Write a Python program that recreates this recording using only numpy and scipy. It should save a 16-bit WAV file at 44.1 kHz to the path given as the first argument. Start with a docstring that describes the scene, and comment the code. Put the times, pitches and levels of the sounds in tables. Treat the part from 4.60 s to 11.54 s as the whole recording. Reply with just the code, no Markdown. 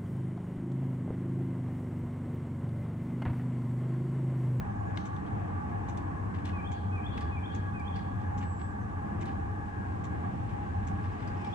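"""Diesel heater beside a tent, with birds

A diesel air heater runs steadily: flame drone and fan air are shaped noise, duct modes are narrow-band noise,
the motor whines as a sine and the fuel pump ticks through the modes of its body. Drops and twigs tap the fabric
as noise bursts. A wren repeats a three-note phrase of gliding sines in the woods, another bird whistles thinly,
leaves begin to rush and a far bird chatters. Two spaced microphone ports listen inside, over a steady hiss."""
import sys
import numpy as np
from scipy import signal
from scipy.fft import rfft, irfft, next_fast_len
from scipy.io import wavfile
from scipy.ndimage import map_coordinates

SR = 44100
rng = np.random.default_rng(int(sys.argv[2]) if len(sys.argv) > 2 else 0)


def transcribe(u):
    """Save the signal u as a 16-bit wav file named by the first command-line argument.

    u: samples, shape (n,) or (channels, n), limited to [-1, 1]; the rate is SR.
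    q: integer samples, one column per channel.
    """
    v = np.clip(np.atleast_2d(u).T, -1, 1)
    q = np.round(v * 32767).astype(np.int16)
    wavfile.write(sys.argv[1], SR, q)


N = 306054


def amp(db):
    """dB to gain."""
    return 10 ** (np.asarray(db) / 20)


def unit(x):
    """Scale to rms 1."""
    return x / np.sqrt(np.mean(x ** 2) + 1e-20)


def along(points, hz):
    """Columns of (Hz, value, ..) rows, interpolated on a log frequency axis."""
    f, *cols = np.transpose(points)
    return np.squeeze([np.interp(np.log(hz + 1), np.log(f + 1), c) for c in cols])


def curves(rows, t):
    """Columns of (s, value, ..) rows at times t."""
    s, *cols = np.transpose(rows)
    return [np.interp(t, s, c) for c in cols]


def wobble(knots_per_s):
    """Smooth random curve through normally distributed knots."""
    knots = rng.standard_normal(int(N * knots_per_s / SR) + 4)
    return map_coordinates(knots, [np.arange(N) * knots_per_s / SR])


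def filtered(x, response):
    """x times a complex response of frequency."""
    m = next_fast_len(x.shape[-1] + 8192)
    return irfft(rfft(x, m) * response(np.fft.rfftfreq(m, 1 / SR)), m)[..., :x.shape[-1]]


def resonance(f, hz, width_hz):
    """Complex response of one mode."""
    return 1j * f * width_hz / (hz * hz - f * f + 1j * f * width_hz)


def dulled(f, hz, order):
    """Gain of a low-pass."""
    return 1 / np.sqrt(1 + (f / hz) ** (2 * order))


def drifting(x, share):
    """x with its pitch wandering by a share, through five knots a second."""
    at = np.cumsum(1 + share * wobble(5))
    return np.array([np.interp(at * (N - 1) / at[-1], np.arange(N), c) for c in x])


def ports(pan_db, lead_rad):
    """Gain and phase of a wave at the left and right port; the right leads."""
    half = amp(pan_db / 2) * np.exp(-.5j * lead_rad)
    return np.array([half, 1 / half])


def add(track, s, sound):
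    """Mix a sound into a track at s seconds."""
    part = track[..., round(s * SR):][..., :sound.shape[-1]]
    part += sound[..., :part.shape[-1]]


# Sound field at the ports. Each row: frequency in Hz, left-right likeness 0-1, left over right in dB.
PORT_FIELD = [(25, 0.83, 2.5), (55, 1, -1), (85.3, 1, -2), (117, 0.88, 10.5), (148, 0.7, -0.5),
              (180, 1, -10), (246, 0.72, 2.5), (368, 0.63, 4), (544, 0.9, 1.5), (970, 0.17, 7.5),
              (1540, 0.34, 7), (1970, 0.51, 0.5), (2880, 0.05, 5), (8250, 0.01, 8), (9500, 0, 2),
              (9400, 1, -3), (12000, 1, 1)]
# Phase of diffuse noise. Each row: frequency in Hz, radians by which the right port leads.
PORT_LEAD = [(100, 0), (145, 1.3), (190, 0), (260, .3), (320, 1.5), (450, 1.3), (560, 2.8), (2000, 2.7),
             (3000, 1.5), (8000, 3.1), (9000, 6.3), (10200, 9.4), (12000, 12.6)]


def stereo_noise(spectrum):
    """Noise of rms 1: a shared and an opposed part set how alike the ports are at each frequency."""
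    def field(hz):
        alike, pan_db = along(PORT_FIELD, hz)
        turn = np.arccos(np.clip(alike, 0, 1)) / 2
        mix = np.array([np.cos(turn), np.sin(turn)])[:, None]
        return mix * amp(along(spectrum, hz)) * ports(pan_db, along(PORT_LEAD, hz))
    shared, opposed = filtered(rng.standard_normal((2, 1, N)), field)
    return unit(shared + [[1], [-1]] * opposed)


# Burner course before wobble. Each row: time in seconds, drone level in dB, airflow level in dB.
BURN_COURSE = [(0, -35, -39.5), (.4, -38.5, -39.5), (3, -36, -40), (5.2, -36, -40.5), (6.4, -33, -40),
               (6.94, -39, -38.5)]
# Flame in the exhaust. Each row: frequency in Hz, relative density in dB per Hz.
DRONE_SPECTRUM = [(25, -50.5), (40, -17), (58, -9), (74, -6), (91, 4.5), (106, -1), (130, -19), (200, -14),
                  (260, -39.5), (1000, -110)]
# Fan airflow. Each row: frequency in Hz, relative density in dB per Hz.
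AIR_SPECTRUM = [(60, -18), (140, 0), (210, -4.5), (290, -5), (390, -15.5), (580, -15), (760, -14),
                (1000, -18.5), (1400, -24), (1900, -25.5), (2600, -35), (3700, -49), (6000, -80.5),
                (12000, -110)]
# Resonances of duct and casing. Each row: frequency in Hz, width in Hz of one filter pass (two are made),
# level in dB before flutter, left over right in dB, radians by which the right port leads.
DUCT_MODES = [(206, 28.6, -50.5, 2, 0), (305.8, 4.64, -54.5, -10, 0.46), (339.9, 29.25, -56, 1.5, 1.5),
              (425.1, 18.6, -60.5, 0, 1), (513, 40, -65.5, 9, 3.5), (790, 35.6, -46.5, -4.5, 3),
              (824.7, 27.7, -53, -2, 1.2), (898, 42, -52, -0.5, 2.5), (983, 22, -63.5, -4, 4.5),
              (1064, 103, -58, 2.5, 1.44), (1144.7, 91.4, -52.5, -21.5, 2.5), (1233, 45, -69, 1, 4),
              (1524, 110, -56.5, 0.5, 2.5), (1666, 54.4, -56.5, 8.5, 2), (1857, 30, -68, -4.5, -8.5)]
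# Fan motor's tone: centre frequency in Hz, peak level in dB before wobble, left over right in dB,
# radians by which the right port leads.
MOTOR_WHINE = (711, -56.5, 0.5, 2)
MOTOR_WAVER_HZ = 3
DRONE_DRIFT_SHARE = .03  # of the drone's pitch
MODE_DRIFT_SHARE = .15  # of a mode's width


def burner_and_fan():
    """Turbulent flame and fan air: two shaped noises whose levels wander, the drone's pitch too."""
    drone_db, air_db = curves(BURN_COURSE, np.arange(N) / SR)
    drone = drifting(stereo_noise(DRONE_SPECTRUM), DRONE_DRIFT_SHARE)
    air = stereo_noise(AIR_SPECTRUM)
    return amp(drone_db + 0.26 * wobble(7.6)) * drone + amp(air_db + 1.05 * wobble(6)) * air


def duct():
    """Air drives narrow resonances, each a noise band that is one coherent wave at the ports."""
    out = np.zeros((2, N))
    for hz, width_hz, db, pan_db, lead_rad in DUCT_MODES:
        mode = lambda f: ports(pan_db, lead_rad)[:, None] * resonance(f, hz, width_hz) ** 2
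        flutter_db = .9 * wobble(2) + 1.6 * wobble(8)
        band = unit(filtered(rng.standard_normal(N), mode))
        out += amp(db + flutter_db) * drifting(band, MODE_DRIFT_SHARE * width_hz / hz)
    return out


def motor():
    """The fan motor whines: a sine of slightly wandering pitch and level."""
    hz, db, pan_db, lead_rad = MOTOR_WHINE
    turns = np.cumsum(hz + MOTOR_WAVER_HZ * wobble(6)) / SR
    wave = np.real(ports(pan_db, lead_rad)[:, None] * np.exp(2j * np.pi * turns))
    return amp(db + 3.3 * wobble(7.9)) * wave


# Background hiss. Each row: frequency in Hz, relative density in dB per Hz.
HISS_SPECTRUM = [(1500, -37), (3000, -1.5), (5000, -4.5), (7500, -3), (9000, -4.5), (10200, -12.5),
                 (11500, -14.5), (12600, -24), (15500, -29.5)]


def hiss():
    """Steady treble noise."""
    return amp(-72.0) * stereo_noise(HISS_SPECTRUM)


def sung(rows):
    """Whistled note along (s, Hz, rms dB) rows: a gliding sine with soft ends."""
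    t = np.arange(rows[0][0], rows[-1][0], 1 / SR)
    hz, db = curves(rows, t)
    sine = np.sin(2 * np.pi * np.cumsum(hz) / SR)
    return np.sqrt(2) * amp(db) * signal.windows.tukey(len(t), .15) * sine


# Arched whistles, one list a note. Each row: time in seconds, frequency in Hz,
# rms level in dB before flicker and panning.
WHISTLE_NOTES = [
    [(.09, 5600, -87), (.12, 6100, -79), (.14, 6450, -92), (.17, 6850, -84), (.21, 7050, -82),
     (.25, 6970, -87), (.3, 6780, -79), (.34, 6630, -92), (.385, 6200, -73), (.44, 6100, -76),
     (.48, 6280, -92), (.52, 6280, -90), (.555, 6150, -79), (.59, 5800, -84), (.625, 5600, -86)],
    [(3.61, 5650, -87), (3.66, 5950, -84), (3.7, 6300, -82), (3.72, 6620, -94), (3.74, 6880, -83),
     (3.765, 7100, -83), (3.8, 7500, -79), (3.885, 7890, -69), (3.915, 7620, -70), (3.94, 7760, -69),
     (3.962, 7570, -74), (4.0, 7720, -66), (4.025, 7680, -69), (4.07, 7820, -73), (4.11, 7640, -69),
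     (4.14, 7350, -85), (4.17, 6900, -96), (4.21, 6300, -85), (4.235, 6050, -80), (4.27, 5750, -90)],
]


def whistles():
    """Thin high gliding sines whose level flickers."""
    out = np.zeros(N)
    for note in WHISTLE_NOTES:
        add(out, note[0][0], sung(note))
    return out * amp(2.7 * wobble(49))


# Snap of a tap. Each row: frequency in Hz, relative density in dB per Hz.
SNAP_SPECTRUM = [(1500, -67), (2500, -31.5), (4500, 2), (8500, 1), (10500, -10), (12300, -18), (13500, -60)]
# Taps on the fabric. Each row: start in seconds, level in dB, centre of the thud in Hz,
# snap in dB above the thud, t60 of the thud in seconds.
FABRIC_TAPS = [(0.363, -61, 5160, -14, 0.18), (.373, -54.5, 3240, -10, 0.042), (.564, -68, 3440, -4, 0.051),
               (.664, -65, 3220, -14, .12), (1.094, -64, 2500, -12.5, .054),
               (1.373, -57.5, 3460, 1.5, 0.077), (1.741, -59.5, 2820, -27, 0.12),
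               (1.785, -64, 2500, -20, 0.099), (1.85, -58, 3400, -18, 0.037),
               (1.854, -50, 3340, -6.5, 0.081), (1.877, -54.5, 3020, -9, 0.13),
               (2.572, -51, 1150, -40, 0.077), (2.574, -57.5, 2770, -26, 0.12),
               (2.608, -56.5, 4600, -3.5, 0.11), (3.196, -74, 4660, 8, 0.072),
               (3.358, -56.5, 4500, -17, 0.14), (3.6, -66, 3200, -26, .2), (3.809, -58, 2780, -33, 0.12),
               (3.826, -55.5, 2230, -33, 0.086), (3.989, -62.5, 3200, -22, 0.23),
               (4.618, -57, 2700, -22, 0.085), (4.656, -57, 3980, -4, 0.094),
               (4.675, -59.5, 2940, -34, 0.19), (5.885, -62, 2500, -22, 0.2), (6.439, -59, 2600, -21, 0.11),
               (6.487, -68, 2550, -25, .1), (6.595, -70, 4500, -22, .2), (6.62, -61, 2400, -23, 0.07),
               (6.675, -60, 4800, -6, 0.07), (6.847, -58, 3300, -5, .06), (6.862, -62, 3020, -26, 0.15)]
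CRACK_DB, CRACK_T60_S = 6, .018  # first instant, over the body before softening
SOFTENS_DB_PER_S = 68.5  # crack loses this per second of the tap's t60
RISE_SHARE = 0.038  # rise time constant over t60
SPATTER_STEP = 147  # samples: 300 steps a second


def taps():
    """Taut fabric: spattering thud, dull knock and shorter, brighter snap, led by a crack with a ring."""
    out, t = np.zeros((2, N)), np.arange(SR // 4) / SR
    for s, db, hz, snap_db, t60 in FABRIC_TAPS:
        # droplets and rebounds
        spatter = amp(3.5 * np.repeat(rng.standard_normal(len(t) // SPATTER_STEP), SPATTER_STEP))
        noise = rng.standard_normal((3, 1, len(t))) + 0.56 * rng.standard_normal((3, 2, len(t)))
        thud = unit(filtered(spatter * noise[0], lambda f: resonance(f, hz, 0.38 * hz) ** 2))
        knock = unit(filtered(spatter * noise[1], lambda f: resonance(f, 1900, 1400) ** 2))
        snap = unit(filtered(noise[2], lambda f: amp(along(SNAP_SPECTRUM, f))))
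        body = (thud + amp(9.5) * knock) * amp(-60 * t / t60) + snap * amp(snap_db - 110 * t / t60)
        ring = 2 * np.sin(2 * np.pi * hz * t)  # taut cloth at contact
        crack_db = CRACK_DB - SOFTENS_DB_PER_S * t60 - 60 * t / CRACK_T60_S
        crack = (thud + ring + snap * amp(snap_db)) * amp(crack_db)
        rise = 1 - np.exp(-t / (RISE_SHARE * t60))
        add(out, s, amp(db) * (crack + body * rise))
    return out


# Scattering in the woods. Each row: frequency in Hz, t60 in seconds, relative strength in dB.
WOODS_DECAY = [(1000, 0.49, -14), (2350, 0.9, -7), (3130, 0.92, -3.5), (3600, 0.78, -3), (4430, 0.6, 1.5),
               (5500, 0.19, 4), (8950, 0.055, 13)]
STIR_S = .07  # foliage moves: the next echo pattern leads after this


def echoes(x, rise_s, wet_db):
    """Trunks scatter: tails build up, each frequency dies at its own speed, three patterns take turns."""
    out, turn = 0, np.arange(N) / SR / STIR_S % 3
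    for k in range(3):
        hz, t, z = signal.stft(rng.standard_normal((2, SR)), SR, nperseg=256)
        t60, db = along(WOODS_DECAY, hz)[:, :, None]
        envelope = amp(db - 60 * t / t60) * (1 - np.exp(-t / rise_s))
        tail = signal.istft(z * envelope, SR, nperseg=256)[1]
        tail = tail / np.linalg.norm(tail[0])
        share = np.cos(np.pi * (turn - k) / 3) ** 2
        out = out + signal.fftconvolve(x * share, tail, axes=1)[:, :N]
    return amp(wet_db) * out


# Pump timing: first stroke in seconds, period in seconds.
PUMP_TIMING = (.456, .8311)
# Contacts in a stroke. Each row: seconds late, level in dB ahead of the body modes, t60 in seconds.
STROKE_CONTACTS = [(-.004, -48, 0.022), (0, -44.5, 0.039), (.009, -49, .06)]
# Pump body. Each row: mode frequency in Hz, width in Hz, gain in dB.
PUMP_MODES = [(2150, 320, 7.5), (3840, 740, -2), (5400, 500, -3), (6360, 330, 2), (7340, 500, -2.5),
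              (9500, 1100, -25)]


def pump():
    """At a fixed period the piston lifts, strikes and rebounds: dry rattles through broad body modes."""
    blows, t = np.zeros((2, N)), np.arange(SR // 10) / SR
    first_s, period_s = PUMP_TIMING
    for s in np.arange(first_s, N / SR, period_s):
        for late_s, db, t60 in STROKE_CONTACTS:
            rattle = rng.standard_normal(len(t)) + .5 * rng.standard_normal((2, len(t)))
            envelope = amp(db - 60 * t / t60) * (1 - np.exp(-t / 0.00017))
            add(blows, s + late_s, envelope * rattle)

    def body(f):
        # neighbouring modes have opposite sign
        return sum((-1) ** k * amp(db) * resonance(f, hz, width_hz)
                   for k, (hz, width_hz, db) in enumerate(PUMP_MODES))
    return filtered(blows, body)


# Glides of the phrase, one list a note. Each row: seconds after the phrase starts, frequency in Hz
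# before variation, level in dB relative to the phrase.
WREN_NOTES = [
    [(-.004, 2530, -12), (.016, 2515, -1), (.038, 2460, -4), (.048, 2430, -11), (.056, 2385, -4),
     (.07, 2335, -1), (.088, 2250, -7)],
    [(.108, 2800, -17), (.115, 3140, -15), (.126, 3170, -7), (.139, 3200, -7), (.145, 3370, -1),
     (.15, 3520, -5), (.156, 3570, -12)],
    [(.2, 4800, -20), (.205, 4450, -14), (.21, 4000, -14), (.214, 3480, -7), (.219, 2950, -10),
     (.23, 2570, -9)],
]
# Each row: start of a phrase in seconds, level in dB before variation and the ports.
WREN_PHRASES = [(1.928, -50.5), (2.321, -49), (2.715, -48.5), (3.136, -50), (6.79, -55.5)]
# Each row: frequency in Hz, radians by which the right port leads.
WREN_PORT_LEAD = [(2300, 1.5), (2420, 0.56), (2510, 4), (3150, 3.1), (3500, 1.3), (4600, 6.2)]
WAVER_HZ, WAVER_STEP_S = 14, .004  # pitch unsteadiness


def wren():
    """One phrase of three gliding sines, slightly varied and wavering; higher notes favour the left port."""
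    out = np.zeros(N)
    for s, db in WREN_PHRASES:
        for note in WREN_NOTES:
            t = np.arange(note[0][0], note[-1][0], WAVER_STEP_S)
            hz, note_db = curves(note, t)
            hz = hz * rng.normal(1, 0.005) + WAVER_HZ * rng.standard_normal(len(t))
            add(out, s + t[0], amp(db + rng.normal(0, 1)) * sung(np.transpose([t, hz, note_db])))
    at_ports = lambda f: ports(along(PORT_FIELD, f)[1], along(WREN_PORT_LEAD, f))
    return filtered(out * amp(2.4 * wobble(90)), at_ports)


def tree_line(song):
    """One dull echo off the tree line, 0.1 s late."""
    dull = filtered(song, lambda hz: dulled(hz, 2800, order=8))
    return amp(-11) * np.pad(dull, ((0, 0), (round(.1 * SR), 0)))[:, :N]


# Leaf noise. Each row: frequency in Hz, relative density in dB per Hz.
LEAF_SPECTRUM = [(900, -11), (1800, 3.5), (2600, 1), (3600, -9.5), (5500, -19.5), (8000, -20.5),
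                 (11000, -77.5)]
RUSH_START_S, RUSH_RISE_S = 4.12, 0.52
RUSH_START_DB, RUSH_GROWTH_DB_PER_S = -71.5, 5


def leaves():
    """A breeze sets in and keeps growing: fluttering shaped noise, faded in, then rising in level."""
    since_s = np.maximum(np.arange(N) / SR - RUSH_START_S, 0)
    level_db = RUSH_START_DB + RUSH_GROWTH_DB_PER_S * since_s + 1.3 * wobble(11)
    return amp(level_db) * np.minimum(since_s / RUSH_RISE_S, 1) * stereo_noise(LEAF_SPECTRUM)


# Far bird's chips. Each row: time of the peak in seconds, peak level in dB before panning.
FAR_CHIPS = [(6.44, -78), (6.53, -76), (6.6, -82), (6.777, -72), (6.8, -79), (6.817, -71), (6.85, -75),
             (6.865, -70), (6.88, -72), (6.91, -75), (6.924, -77)]
CHIP_HALF_S = 0.011  # from the peak to 1/e


def chatter():
    """A far bird blurred to chips: narrow-band noise under bell-shaped envelopes."""
    t = np.arange(N) / SR
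    band = unit(filtered(rng.standard_normal(N), lambda f: resonance(f, 5200, 700) ** 2))
    return band * sum(amp(db) * np.exp(-((t - s) / CHIP_HALF_S) ** 2) for s, db in FAR_CHIPS)


FOLIAGE_HZ, FABRIC_HZ = 3800, 11800  # low-pass on the direct song; on ticks and taps


def scene():
    """Ticks and taps reach the left port more strongly in most of the treble; the woods echo them and the song."""
    reach = lambda hz: ports(along(PORT_FIELD, hz)[1], 1.59) * dulled(hz, FABRIC_HZ, order=8)
    heater = burner_and_fan() + duct() + motor()
    near = filtered(taps() + pump(), reach)
    near = near + echoes(near, 0.0056, -10.5)
    song = wren()
    direct = filtered(song, lambda hz: dulled(hz, FOLIAGE_HZ, order=8))
    woods_song = direct + tree_line(song) + echoes(song, 0.012, -4)
    thin_birds = (whistles() + chatter()) * amp([[3.5], [-5]])  # left, right dB
    return heater + hiss() + near + woods_song + leaves() + thin_birds


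TOP_HZ = 15720


def record(dry):
    """Band limit: nothing passes above TOP_HZ."""
    padded = np.pad(dry, ((0, 0), (512, 512)), "reflect")
    return filtered(padded, lambda hz: hz < TOP_HZ)[:, 512:-512]


dry = scene()
out = record(dry)
transcribe(out)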